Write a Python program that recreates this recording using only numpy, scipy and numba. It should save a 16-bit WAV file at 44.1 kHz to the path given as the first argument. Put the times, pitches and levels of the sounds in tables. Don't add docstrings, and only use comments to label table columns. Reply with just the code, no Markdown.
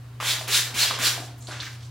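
import sys
import numpy as np
from scipy import signal
from scipy.fft import rfft, irfft, next_fast_len
from scipy.io import wavfile
from scipy.ndimage import uniform_filter1d
from numba import njit

SR = 44100
rng = np.random.default_rng(int(sys.argv[2]) if len(sys.argv) > 2 else 0)


def undo_db(level):
    steps = np.asarray(level, float) / 20
    return 10 ** steps


def bounce(signal):
    frames = np.transpose(np.atleast_2d(signal))
    limited = np.clip(frames, -1, 1)
    pcm = np.round(limited * 32767).astype(np.int16)
    wavfile.write(sys.argv[1], SR, pcm)


N = 83790
T = np.arange(N) / SR


def curve(table, hz):
    table = np.array(table, float)
    return np.interp(np.log(hz + 1), np.log(table[:, 0] + 1), table[:, 1])


def colour(x, gain_db):
    size = next_fast_len(len(x) + 2048)
    hz = np.arange(size // 2 + 1) * SR / size
    return irfft(rfft(x, size) * undo_db(gain_db(hz)), size)[:len(x)]


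def unit(x):
    return x / np.sqrt(np.mean(x ** 2))


def bell(hz, width):
    return lambda f: -10 * np.log10(1 + ((f - hz) / (width / 2)) ** 2)


def walk(rate_hz):
    k = int(SR / rate_hz)
    return unit(uniform_filter1d(uniform_filter1d(rng.standard_normal(N), k), k))


def grains(per_s, spread_db):
    hit = rng.random(N) < per_s / SR
    size = rng.exponential(size=N)
    sign = rng.standard_normal(N)
    return unit(hit * np.tanh(sign) * undo_db(spread_db * np.minimum(size, 3)))


@njit
def sweep(x, hz, width):
    y, band, low = np.empty(len(x)), 0., 0.
    for i in range(len(x)):
        g, k = np.tan(np.pi * hz[i] / SR), width / hz[i]
        v = (band + g * (x[i] - low)) / (1 + g * (g + k))
        band, low, y[i] = 2 * v - band, low + 2 * g * v, k * v
    return y


# start in seconds, rise in seconds, hold in seconds, peak in dB, pump level in dB.
SQUEEZES = [
    (.201, 0.081, 0.036, -26, -35),
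    (0.478, 0.059, 0.039, -21.5, -38.5),
    (0.742, 0.056, 0.037, -22.5, -37),
    (0.988, 0.062, 0.023, -22, -32.5),
]
PUFF_DB = [-54, -32.5, -40, -39]
# frequency in Hz, density in dB per Hz.
JET = [(300, -25.5), (600, -21.5), (1100, -14), (1700, -4), (2500, -4.5), (3900, -3.5), (6500, -6),
       (15500, -17)]
# frequency in Hz, density in dB per Hz.
PUMP = [(250, -9), (700, -2.5), (1200, 1.5), (2500, -0.5), (6000, -19), (15000, -31)]


def nozzle_whistle(loss_db):
    centre_hz, width_hz, sag_per_db = 3710, 1080., 0.016
    hz = centre_hz * np.clip(1 + sag_per_db * loss_db + 0.085 * walk(43), .4, 1.5)
    whistle = rng.standard_normal(N)
    for _ in range(2):
        whistle = sweep(whistle, hz, width_hz)
    return unit(whistle)


def air_puffs():
    decay_s = .018
    level = np.zeros(N)
    for (start, *_), db in zip(SQUEEZES, PUFF_DB):
        level += undo_db(db) * (T > start) * np.exp(-np.clip(T - start, 0, 1) / decay_s)
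    bright = [(1000, -33), (3500, 0), (9000, 2), (15500, -4)]  # (Hz, dB per Hz)
    return level * unit(colour(rng.standard_normal(N), lambda f: curve(bright, f)))


def spray():
    open_db, rise_bend, fall_db_s = -16, 0.91, 286
    jet_gain, pump_gain, loss_db = np.zeros(N), np.zeros(N), np.zeros(N)
    for start, rise, hold, db, pump_db in SQUEEZES:
        t = T - start
        climb = open_db * (1 - np.clip(t / rise, 0, 1) ** rise_bend)
        fall = -fall_db_s * np.clip(t - rise - hold, 0, 1)
        jet_gain += (t > 0) * undo_db(db + climb + fall)
        pump_gain += (t > 0) * undo_db(pump_db + 0.087 * climb + 0.41 * fall)
        loss_db = np.where(t > 0, climb + .3 * fall, loss_db)
    droplets = undo_db(-7) * grains(9000, 2)
    hiss = unit(colour(rng.standard_normal(N) + droplets, lambda f: curve(JET, f)))
    flutter = undo_db(0.14 * walk(60))
    jet = hiss * flutter + nozzle_whistle(loss_db) * undo_db(-5.5 + 1.9 * walk(96))
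    pump = unit(colour(grains(6000, 1.3), lambda f: curve([(60, -58), *PUMP], f)))
    return air_puffs() + jet * jet_gain + pump * pump_gain * undo_db(2.3 * walk(50))


# start in seconds, peak in dB, pitch in Hz, T60 in seconds.
KNOCKS = [(0.2014, -22, 1230, .03), (.208, -31, 1090, 0.088), (0.227, -26, 1050, .04),
          (0.475, -28, 3100, 0.022), (0.48, -38.5, 302, 0.092), (0.74, -38, 231, 0.16),
          (.739, -43, 3000, 0.013), (.905, -23, 3410, 0.041), (.91, -21, 1172, 0.035),
          (0.955, -37, 2960, 0.026), (.995, -38, 266, 0.29), (0.997, -35, 3080, .015),
          (1.178, -31, 723, 0.089), (1.188, -38, 680, 0.1), (1.2, -37.5, 313, 0.059),
          (1.222, -36.5, 744, .08), (1.233, -39, 703, 0.074), (1.425, -39, 8100, 0.018),
          (1.471, -29, 4000, 0.014), (1.485, -35.5, 344, 0.069), (1.487, -36, 630, 0.055),
          (1.512, -33.5, 1495, 0.058), (1.6025, -24.5, 3730, 0.058), (1.607, -28.5, 3700, .05),
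          (1.611, -30.5, 3780, 0.057), (1.632, -32.5, 1710, .04), (1.661, -54, 1260, 0.066),
          (1.83, -44, 3480, 0.033)]


def knocks():
    spread, contact_cycles, crack_s = .12, 0.82, 0.0034
    out, cracks, t = np.zeros(N + SR), np.zeros(N + SR), T[:SR // 4]
    chance = rng.standard_normal((len(KNOCKS), 12))
    for (start, db, hz, t60), c in zip(KNOCKS, chance):
        detunes = spread * (np.linspace(-1, 1, num=6) + c[:6] / 6)
        ring = np.zeros(len(t))
        for detune, phase in zip(detunes, c[6:]):
            weight = np.exp(-(detune / spread) ** 2)
            ring += weight * np.sin(2 * np.pi * hz * (1 + detune) * t + phase / 2)
        contact = np.sin(np.pi / 2 * np.minimum(t * hz / contact_cycles, 1)) ** 2
        at = slice(int(start * SR), int(start * SR) + len(t))
        out[at] += undo_db(db - 7.5 - 60 * t / t60) * ring * contact
        cracks[at] += undo_db(db) * np.exp(-t / crack_s) * min(hz / 3000, 1)
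    crack = colour(cracks[:N] * rng.standard_normal(N), lambda f: 2 * bell(3000, 6000)(f))
    return out[:N] + 0.21 * crack


# start in seconds, length in seconds, level in dB, centre in Hz, width in octaves.
RUBS = [(.48, 0.056, -48, 394, 0.66), (.203, 0.046, -43, 1120, 0.5), (0.389, 0.05, -38, 3040, 1.96),
        (0.405, 0.06, -43.5, 700, 1), (0.646, 0.06, -38.5, 2500, 2.1), (.66, 0.092, -43.5, 645, 2.2),
        (.87, .09, -29.5, 3050, 1.35), (0.9, 0.076, -35.5, 750, 1.73), (1.154, 0.045, -45, 710, 0.97),
        (1.17, 0.095, -48, 5400, 1.2), (1.378, 0.017, -54.5, 8850, 1.7), (1.404, 0.067, -54, 6960, 0.42),
        (1.42, 0.022, -55, 3970, 0.37), (1.47, 0.05, -42.5, 4100, 0.7), (1.47, 0.035, -50, 8350, 0.58),
        (1.505, 0.099, -40.5, 1460, 1.98), (1.478, 0.076, -44, 880, 1.8), (1.51, 0.059, -47.5, 6500, 0.49),
        (1.604, 0.071, -39.5, 4040, 0.97), (1.613, 0.067, -40.5, 1770, 1), (1.618, .05, -53, 11900, 2.7),
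        (1.695, 0.059, -50, 2510, 2.1), (1.804, 0.04, -55, 3870, 1.1), (1.825, 0.037, -51, 4500, 1.13)]


def rubs():
    attack_s, release_s = .003, 0.017
    out, slips, t = np.zeros(N + SR), grains(5000, 2.0), T[:SR // 4]
    uneven = undo_db(2.1 * walk(45))
    for k, (start, length, db, hz, octaves) in enumerate(RUBS):
        fade = undo_db(-5 * t / length) * np.exp(-np.clip(t - length, 0, 1) / release_s)
        shape = np.clip(t / attack_s, 0, 1) * fade
        piece = slice(k * 3000, k * 3000 + len(t))
        band = colour(slips[piece], lambda f: np.maximum(-12 * (np.log2((f + 1) / hz) / octaves) ** 2, -45))
        at = int(start * SR)
        out[at:at + len(t)] += undo_db(db) * uneven[piece] * shape * unit(band)
    return out[:N]


# frequency in Hz, T60 in seconds.
ROOM_T60 = [(200, 1), (1500, 0.33), (5000, 0.43), (14000, 0.32)]


def tail():
    first_echo_s = 0.0045
    t, out = T[:SR], np.zeros(SR)
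    for hz in 125 * 2. ** np.arange(8):
        def octave(f):
            return 10 * np.log10(np.clip(1 - abs(np.log2((f + 1) / hz)), 1e-4, 1))
        t60 = curve(ROOM_T60, hz)
        out += colour(rng.standard_normal(SR), octave) * undo_db(-60 * t / t60) / np.sqrt(t60)
    out = out * (t > first_echo_s)
    return out / np.sqrt(np.sum(out ** 2))


# frequency in Hz, density in dB per Hz.
AIR = [(94, -39), (160, -12), (226, -13), (611, -18), (1170, -17), (2160, -23), (4550, -27), (5310, -30.5),
       (15500, -37.5)]
# frequency in Hz, side minus mid in dB.
AIR_WIDTH = [(60, -26), (110, -30), (200, -11), (380, -6), (700, -8), (1290, -8), (2380, -4.5), (4400, -6),
             (8120, 0), (15000, -6)]
# frequency in Hz, width in Hz, level in dB.
FAN_LINES = [(35, 24, -71.5), (67.4, 4.7, -62.5), (92, 36, -53.5), (143, 35, -61.5), (276.3, 77, -60.5),
             (403.8, 3.2, -65)]


def fan():
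    hum_level = np.sqrt(2) * undo_db(-40 + 1.14 * walk(17))
    hum = hum_level * np.sin(2 * np.pi * 120.2 * T + 0.44 * walk(1.7))
    lines = np.zeros(N)
    for hz, width, db in FAN_LINES:
        lines += undo_db(db) * unit(colour(rng.standard_normal(N), lambda f: 2 * bell(hz, width)(f)))
    mid = colour(rng.standard_normal(N), lambda f: curve(AIR, f))
    side = colour(rng.standard_normal(N), lambda f: curve(AIR, f) + curve(AIR_WIDTH, f))
    gain = undo_db(-55 + 0.31 * walk(9)) / np.std(mid)
    return hum + lines + gain * mid, gain * side + undo_db(-30) * np.roll(lines, 9000)


# frequency in Hz, side minus mid in dB.
WIDTH = [(60, -32), (110, -53), (200, -20), (380, -21.5), (700, -21), (1290, -26.5), (2380, -15),
         (4400, -9.5), (8120, -5.5), (15000, -2)]


def scene():
    room_db, knocks_near_db = -3, 1
    hiss, hits = spray() + rubs(), knocks()
    near = hiss + undo_db(knocks_near_db) * hits
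    source = hiss + hits
    mid = near + undo_db(room_db) * signal.fftconvolve(source, tail())[:N]
    scatter = rng.standard_normal(2000) * np.exp(-T[:2000] / .007)
    slant = signal.fftconvolve(near, scatter / np.sqrt(np.sum(scatter ** 2)))[:N]
    side = undo_db(0.5) * slant + undo_db(room_db + 3.0) * signal.fftconvolve(source, tail())[:N]
    side = colour(side, lambda f: curve(WIDTH, f))
    fan_mid, fan_side = fan()
    mid, side = mid + fan_mid, side + fan_side
    return np.array([mid + side, mid - side])


def band_limit(x):
    return signal.sosfilt(signal.butter(12, 16550, fs=SR, output="sos"), x)


def record(dry):
    top_hz = 15880
    cut = np.array([colour(channel, lambda f: -90. * (f > top_hz)) for channel in dry])
    return band_limit(cut)


dry = scene()
out = record(dry)
bounce(out)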